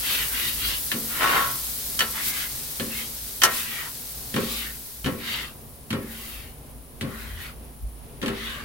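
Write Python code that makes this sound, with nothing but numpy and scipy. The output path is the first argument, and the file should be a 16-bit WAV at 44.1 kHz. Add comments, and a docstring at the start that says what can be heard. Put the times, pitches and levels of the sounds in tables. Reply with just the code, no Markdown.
"""Water sizzles on a hot gas griddle outdoors as a steel scraper rasps over it in short strokes,
each pushing water onto dry steel in a burst of hiss. Just before 1 s the scraper is set down:
a corner touches, the edge slaps, the blade settles. It then judders along the rim and hits it twice.
More strokes and landings follow while the water boils away. By 6 s the sizzle is faint,
and the scraper works on over the rumble and hiss of the burners."""
import sys
import numpy as np
from scipy import signal
from scipy.fft import rfft, irfft
from scipy.io import wavfile
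from scipy.ndimage import uniform_filter1d

SR = 44100
rng = np.random.default_rng(int(sys.argv[2]) if len(sys.argv) > 2 else 0)


def wav_out(sig):
    """Save sig, one row per channel (or a flat mono array), as 16-bit PCM at SR to the path in sys.argv[1]."""
    wavfile.write(sys.argv[1], SR, np.round(np.clip(np.atleast_2d(sig).T, -1, 1) * 32767).astype(np.int16))


N = 381226

RISE_SHARE = 0.48  # part of a stroke spent speeding up
SLOW_DB, SLOW_OCTAVES = 10.5, 0.5  # how much quieter and duller its slow ends are
# Scraper strokes: t/s at top speed, length/s, relative rasp level/dB, middle f/Hz at top speed,
# pitch slide/octaves, level/dB of the water's burst of hiss
STROKES = [(0.142, .244, -31, 3380, -0.51, -35), (0.423, 0.24, -32, 3360, 0.97, -37),
           (.68, 0.19, -31, 3560, 0.42, -38), (1.319, 0.43, -30.5, 1520, -1.1, -38.5),
           (2.187, 0.11, -34, 1400, 0.44, -45), (2.273, 0.12, -36, 2800, 0.06, -28),
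           (2.393, 0.18, -36, 2460, -0.49, -35), (2.981, .163, -40.5, 3200, .1, -36.5),
           (3.572, 0.19, -37, 2780, -0.059, -29.5), (3.756, 0.3, -38.5, 2370, -1.3, -42),
           (4.546, 0.33, -36.5, 3850, -1.2, -34.5), (5.339, 0.29, -35, 2660, -0.57, -40),
           (6.247, 0.49, -46.5, 2380, 0.61, -40), (7.217, .36, -46.5, 1730, 1.1, -45),
           (7.436, 0.18, -44, 2240, 0.22, -44.5), (8.479, 0.34, -37, 2110, -0.29, -47)]
# Tone of the blade rubbing on the plate: f/Hz, level/dB
RASP_TONE = [(100, -9), (250, 2), (750, -9.5), (1150, 0), (1900, -1), (3000, -2.5), (4300, -2),
             (5500, -7.5), (7500, -9.5), (16000, -21)]
# Pitches that stand out in the rubbing: f/Hz, width/Hz, boost/dB
RASP_PEAKS = [(1350, 20, 0.9), (1970, 270, 4.2), (3030, 690, 4.7), (3710, 110, 5.5), (4540, 67, 5.7)]
def scraping():
    """The edge rasps over baked-on grit, louder and brighter the faster it moves."""
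    grit = grains(per_s=3500, spread_db=0.5, share=0.42) * amp(0.54 * drift(47))
    rasp = colour(grit, RASP_TONE, RASP_PEAKS, band=(1100, 4500))
    hz, t, slices = signal.stft(rasp, SR, nperseg=1024, noverlap=768)  # split by pitch and time
    power = np.zeros(slices.shape[1:])
    for s, length, level_db, centre_hz, glide, _ in STROKES:
        side_s = length * np.where(t < s, RISE_SHARE, 1 - RISE_SHARE)
        slowness = abs(t - s) / side_s  # 0 at top speed, 1 at either end
        shift = glide * np.clip((t - s) / length, -.5, .5) - SLOW_OCTAVES * np.minimum(slowness, 1)
        octaves = np.log2((hz[:, None] + 1) / centre_hz) - shift
        hump = unit(amp(9 * np.exp(-(octaves / 1.1) ** 2)))
        power += (hump * amp(level_db - 5.5 - SLOW_DB * np.minimum(slowness, 2) ** 3)) ** 2
    # the blade bends, so different pitches stand out from moment to moment
    flex = uniform_filter1d(rng.standard_normal(power.shape), size=4, axis=0)
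    flex = unit(uniform_filter1d(flex, size=18, axis=1))
    slices = slices * np.sqrt(power) * amp(3.2 * flex)
    return lean_left(signal.istft(slices, nperseg=1024, noverlap=768)[1][:, :N], db=.8)


# The scraper is set down: t/s, corner clack level/dB, wait for the edge/s, edge clack level/dB,
# plate boom level/dB, hardness/dB per octave
LANDINGS = [(0.916, -21, 0.022, -40, -33.5, 3.5), (2.7975, -27, 0.00344, -43, -30.5, 4),
            (4.341, -28.5, .021, -25, -24, 4), (5.044, -28.5, .016, -25.5, -23, -1),
            (5.905, -27, 0.023, -29.5, -25, -1), (7.01, -28.5, .0147, -40, -28, -1.5),
            (8.216, -33.5, .011, -30.5, -26.5, 2.5), (8.26, -28.5, 0.02, -28.5, -28.5, 4.5)]
def landings():
    """A corner touches the plate with a dull thud, the whole edge slaps down, and the blade settles."""
    out = np.zeros((2, N))
    for s, corner_db, delay, edge_db, boom_db, hard_db in LANDINGS:
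        out += blow(s, corner_db, boom_db - 2.5, corner_db - 15, corner_db - 16, hard_db - 6)
        out += blow(s + delay, edge_db, boom_db, edge_db - 3.5, edge_db - 16, hard_db)
        settle_db = edge_db - 15  # the blade rocks once more, softly
        out += blow(s + delay + .02, settle_db, boom_db - 4.5, boom_db - 13, settle_db - 16, hard_db=3.5)
    return out


# The scraper runs into the rim: t/s, corner crack level/dB, wait for the edge/s, edge crack level/dB,
# blade clack level/dB, rim clang level/dB
RIM_HITS = [(1.991, -22, .0142, -33, -12.5, -24), (3.4184, -25, .0166, -10.5, -10.5, -14.5)]
def rim_hits(boom_db=-36.5, rebound_s=.014, rebound_db=-9):
    """A corner grazes the rim, the edge strikes in full, and it bounces once."""
    out = np.zeros((2, N))
    for s, corner_db, delay, edge_db, clack_db, clang_db in RIM_HITS:
        strike_db = np.array([clack_db, boom_db, clang_db, edge_db])
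        out += blow(s, clack_db - 4, boom_db - 8, clang_db - 8, corner_db, hard_db=10)
        out += blow(s + delay, *strike_db, hard_db=10)
        out += blow(s + delay + rebound_s, *(strike_db + rebound_db), hard_db=-6)
    return out


# Ringing notes of the blade, the thick plate and the thin rim: f/Hz, level/dB, time to fade by 60 dB/s
BLADE_NOTES = [(1740, 3, 0.14), (1900, 3.5, 0.026), (2830, -36, 0.031), (2950, 3, 0.15), (3160, 9.5, 0.036),
               (3680, -26, .06), (4420, -4, 0.15), (6100, 2, 0.029)]
PLATE_NOTES = [(138.4, 2, 0.22), (225.5, 7.5, 0.97), (239, -1, 0.7), (267, -7, 0.53), (334, -2, 0.24),
               (394.5, -1.5, 0.49), (500, -21, 0.22), (504, -4.5, 0.48), (537.3, -1.5, 0.41),
               (568, -16, 0.35), (663, -14, 0.15), (874, -14.5, 0.39)]
RIM_NOTES = [(505, -13, 0.28), (1002, -8.5, 0.52), (1030, 3.5, 0.29), (1103, 4, 0.4), (1214, 1.5, 0.095),
             (1335, 8, 0.29), (1472, 7, 0.17), (1584, -28, 0.052), (1630, -1, 0.18), (1860, 2, 0.31),
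             (1750, -18, 0.067), (2100, -10, 0.23)]
# Their many weaker notes, which blur into a noisy "wash": f/Hz, level/dB
BLADE_WASH = [(200, -17), (900, -8), (1700, 2), (2300, 0.5), (3100, 2), (4200, -1.5), (6000, -16),
              (9000, -10.5), (16000, -19)]
PLATE_WASH = [(40, -25), (95, -0.5), (150, -1), (260, 4), (320, -2), (450, -5.5), (720, -23), (1200, -22),
              (2500, -25.5), (8000, -48)]
RIM_WASH = [(80, -27), (280, -3), (700, 2.5), (1000, 1.5), (1400, 3.5), (2000, 1.5), (3000, -5),
            (4500, -13), (8000, -22), (16000, -24)]
# Tone of the sharp crack as steel meets steel: f/Hz, level/dB
CRACK_TONE = [(500, -29), (2000, -26), (5500, 8), (7000, 2), (10000, 0.5), (11800, 5), (13500, -7.5),
              (16000, -14)]
# Where the blade lands, heard as a delay at the left ear: t/s, delay/samples
LEFT_EAR_DELAY = [(3.4, -3), (5, 0), (6, 4), (8.2, 5)]
def blow(s, blade_db, plate_db, rim_db, crack_db, hard_db):
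    """One knock of steel on steel: the blade clacks at once, the heavy plate answers more slowly."""
    off_plate = np.clip((rim_db - plate_db) / 10, 0, 1)  # off the plate, the blade rings more purely
    blade = ring(BLADE_NOTES, BLADE_WASH, wash_db=-3.5 - 5.5 * off_plate, fade_s=.12, rise_s=.000068)
    plate = ring(PLATE_NOTES, PLATE_WASH, wash_db=-2.5, fade_s=.44, rise_s=.0009, hard_db=hard_db)
    rim = ring(RIM_NOTES, RIM_WASH, wash_db=-7, fade_s=.31, rise_s=.00039)
    t = np.arange(blade.shape[1]) / SR
    crack = amp(crack_db - 60 * t / 0.074) * colour(noise(len(t)), CRACK_TONE)
    sound = amp(blade_db) * blade + amp(plate_db) * plate + amp(rim_db) * rim + crack
    left_delay_s = np.interp(s, *np.transpose(LEFT_EAR_DELAY)) / SR
    out = np.zeros((2, N))
    add(out[:1], s + left_delay_s, sound[:1])
    add(out[1:], s, sound[1:])
    return lean_left(out, db=.6)


def ring(notes, wash, wash_db, fade_s, rise_s, hard_db=0):
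    """Struck steel rings with all its notes at once, plus a wash that drops 60 dB in fade_s."""
    t = np.arange(SR * 3 // 4) / SR
    hz, db, ring_s = np.transpose(notes)[:, :, None]
    db = db + hard_db * np.log2(hz / hz[0])  # a harder knock favours the high notes
    wash = [(f, level + hard_db * min(np.log2(f / hz[0, 0]), np.pi)) for f, level in wash]
    sign = (-1) ** np.arange(len(notes))[:, None]  # neighbouring notes swing opposite ways
    unlike = np.sqrt(np.clip(1 - read(EAR_LIKENESS, hz), 0, 1))
    ear_phase = rng.uniform(-np.pi, np.pi, hz.shape) * unlike / 4
    swing = sign * amp(db - 60 * t / ring_s) / np.linalg.norm(amp(db))
    tones = np.array([(swing * np.sin(2 * np.pi * hz * t + ear * ear_phase)).sum(0) for ear in (-1, 1)])
    blur = amp(wash_db - 60 * t / fade_s) * colour(noise(len(t)), wash)
    return (tones + blur) * (1 - np.exp(-t / rise_s))


def judder(start_s=1.198, hold_s=.2, release_s=.11, slip_s=.0085):
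    """The edge sticks and slips unevenly; each slip rings the rim, gritty at first, then purer."""
    out = np.zeros((2, N))
    length = hold_s + release_s
    slips = np.arange(0, length, slip_s)
    for t, (late, strong) in zip(slips, rng.standard_normal((len(slips), 2))):
        bite = 1 - np.exp(-(t + slip_s) / .011)
        pressing_db = 4 * t / length  # the slips grow as the hand presses on
        letting_go_db = -28 * max(t - hold_s, 0) / release_s
        force = bite * amp(-25 + pressing_db + letting_go_db + 2 * strong)
        grit_db = np.interp(t, [0, length], [4, -3])
        slip = ring(RIM_NOTES, RIM_WASH, wash_db=grit_db, fade_s=.05, rise_s=.0004)
        add(out, start_s + t + .002 * late, force * slip)
    return lean_left(out, db=.4)


# Tones of the fine fizz and the coarser bubbling: f/Hz, level/dB
FIZZ_TONE = [(1000, -58), (4000, -15), (7000, -12.5), (9000, -7.5), (10600, 1), (11700, 4), (13000, 1),
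             (16000, 2.5)]
BUBBLING_TONE = [(300, -15), (900, -6), (1500, -3), (2800, -2.5), (4000, 3), (5500, 3), (7000, 1),
                 (9000, 4.5), (14000, -12)]
# How much bubbling is mixed into the fizz: t/s, relative level/dB
BUBBLING_LEVEL = [(1.8, -12), (2.3, -10), (4.2, -10.5), (5.6, -13.5)]
# The sizzle dying down as the water boils away: t/s, level/dB
SIZZLE_LEVEL = [(0, -29), (.9, -31.5), (1.5, -30.5), (2.7, -34.5), (3.3, -36.5), (4.1, -37.5), (4.9, -40),
                (5.6, -49.5), (6.8, -53.5), (8.6, -54)]
def sizzle():
    """Countless tiny bubbles burst, flaring up when a stroke pushes water onto dry steel."""
    bubbling_db, = follow(BUBBLING_LEVEL)
    fizz = colour(grains(per_s=2300, spread_db=2.5, share=0.13), FIZZ_TONE, band=(10600, 15800))
    bubbling = colour(grains(per_s=1400, spread_db=2.5, share=0.18), BUBBLING_TONE, band=(5200, 7500))
    spray = fizz * amp(-3.5 + 1.1 * drift(32)) + bubbling * amp(bubbling_db - 1 + .5 * drift(25))
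    bursts = [(s, 0.31 * length, burst_db) for s, length, *_, burst_db in STROKES]
    return lean_left(spray * swelling(SIZZLE_LEVEL, bursts), db=.8)


# Tones of the rumble, the open air and the gas jet: f/Hz, level/dB
RUMBLE_TONE = [(12, -14), (25, -11.5), (42, -10), (56, 12), (68, -9.5), (85, -2.5), (105, -14.5),
               (200, -30), (600, -82)]
AIR_TONE = [(60, -2), (100, -2), (137, 4.5), (190, -8), (232, 1), (315, -8), (410, -5.5), (600, -9),
            (800, -11), (1050, -14), (1500, -20.5), (3000, -23), (7000, -35), (16000, -44)]
JET_TONE = [(7500, -50), (9200, -12), (10000, -1), (10500, -12), (12000, -30.5)]
# Slow fall and rise of the flames' rumble: t/s, level/dB
FLAME_LEVEL = [(0, -43), (2.3, -49), (6, -48), (8.6, -41)]
# Short, low, wind-like puffs in the rumble: t/s, half length/s, level/dB
LOW_PUFFS = [(0.673, 0.072, -37), (6.446, 0.078, -43), (7.334, 0.076, -34.5), (7.849, 0.024, -27)]
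def burners():
    """Flames rumble in the box under the plate and the gas jet hisses, over a soft outdoor hush."""
    rumble = amp(-0.5) * swelling(FLAME_LEVEL, LOW_PUFFS) * colour(noise(), RUMBLE_TONE, band=(30, 90))
    air = amp(-47.5 + 1.53 * drift(3.5)) * colour(noise(), AIR_TONE)
    jet = amp(-57.5 + .9 * drift(36)) * colour(noise(), JET_TONE)
    return rumble + air + jet


# How alike the sound is at the two ears: f/Hz, likeness (0 unrelated, 1 the same)
EAR_LIKENESS = [(25, .1), (60, 0.93), (130, 0.94), (290, 0.85), (640, 0.36), (1400, 0.041), (3000, 0.16),
                (16000, .15)]
def colour(x, tone, peaks=(), band=(0, SR)):
    """Turns two noises into stereo with the given tone; their average has strength 1 within the band."""
    size = x.shape[1]
    hz = np.fft.rfftfreq(size, 1 / SR)
    peaks_db = sum(db / (1 + (2 * (hz - f) / width) ** 2) for f, width, db in peaks)
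    left, other = rfft(x) * amp(read(tone, hz) + peaks_db)
    same = read(EAR_LIKENESS, hz)
    pair = np.array([left, same * left + np.sqrt(1 - same ** 2) * other])
    in_band = irfft(pair.mean(0) * (hz >= band[0]) * (hz <= band[1]), size)
    return irfft(pair, size) / (in_band.std() + 1e-20)


def grains(per_s, spread_db, share):
    """Tiny uneven snaps over a smooth hiss; share is the snaps' part of the power."""
    chance, size, sign, lag = rng.random((4, N))
    at = np.flatnonzero(chance < per_s / SR)
    height = amp(spread_db * np.minimum(-np.log(1 - size[at]), 1.5 * np.pi)) * np.sign(sign[at] - .5)
    ear_gap = np.round(20 * (lag[at] - .5)).astype(int)  # up to 10 samples early or late
    snaps = np.zeros((2, N))
    snaps[0, at] = height
    snaps[1, (at + ear_gap) % N] = height
    return np.sqrt(share) * unit(snaps) + np.sqrt(1 - share) * noise()


def swelling(base, swells):
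    """A slow volume curve with short, rounded swells on top."""
    t = np.arange(N) / SR
    base_db, = follow(base)
    swell_power = sum(amp(db) ** 2 * np.exp(-((t - s) / half) ** 2) for s, half, db in swells)
    return np.sqrt(amp(base_db) ** 2 + swell_power)


def drift(rate):
    """A random wobble of strength 1, up to about rate times a second."""
    hz = np.fft.rfftfreq(N, 1 / SR)
    return unit(irfft(rfft(rng.standard_normal(N)) / (1 + (hz / rate) ** 4), N))


def noise(size=N):
    """Two channels of plain hiss (white noise)."""
    return rng.standard_normal((2, size))


def amp(db):
    """Turns decibels into a volume factor."""
    return 10 ** (np.asarray(db) / 20)


def unit(x):
    """Scales a signal to an average strength (rms) of 1."""
    return x / np.sqrt(np.mean(x ** 2) + 1e-20)


def read(points, hz):
    """Looks up frequencies in a table, blending between rows by pitch."""
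    f, value = np.transpose(points)
    return np.interp(np.log(hz + 1), np.log(f + 1), value)


def follow(rows):
    """Joins the rows of a time table into curves, one value per sample."""
    s, *columns = np.transpose(rows)
    return [np.interp(np.arange(N) / SR, s, c) for c in columns]


def add(mix, s, sound):
    """Lays a sound into the mix at s seconds."""
    part = mix[:, max(round(s * SR), 0):][:, :sound.shape[1]]
    part += sound[:, :part.shape[1]]


def lean_left(sound, db):
    """Turns the left ear up and the right ear down by db."""
    return sound * amp([[db], [-db]])


def scene():
    """Everything on the griddle, close by and with no echo."""
    return landings() + rim_hits() + judder() + scraping() + sizzle() + burners()


def record(dry, top_hz=15950):
    """Clips peaks at full scale and cuts the very highest treble."""
    low_pass = signal.firwin(801, top_hz, window=("kaiser", 9), fs=SR)
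    return signal.oaconvolve(np.clip(dry, -1, 1), low_pass[None], "same")


dry = scene()
out = record(dry)
wav_out(out)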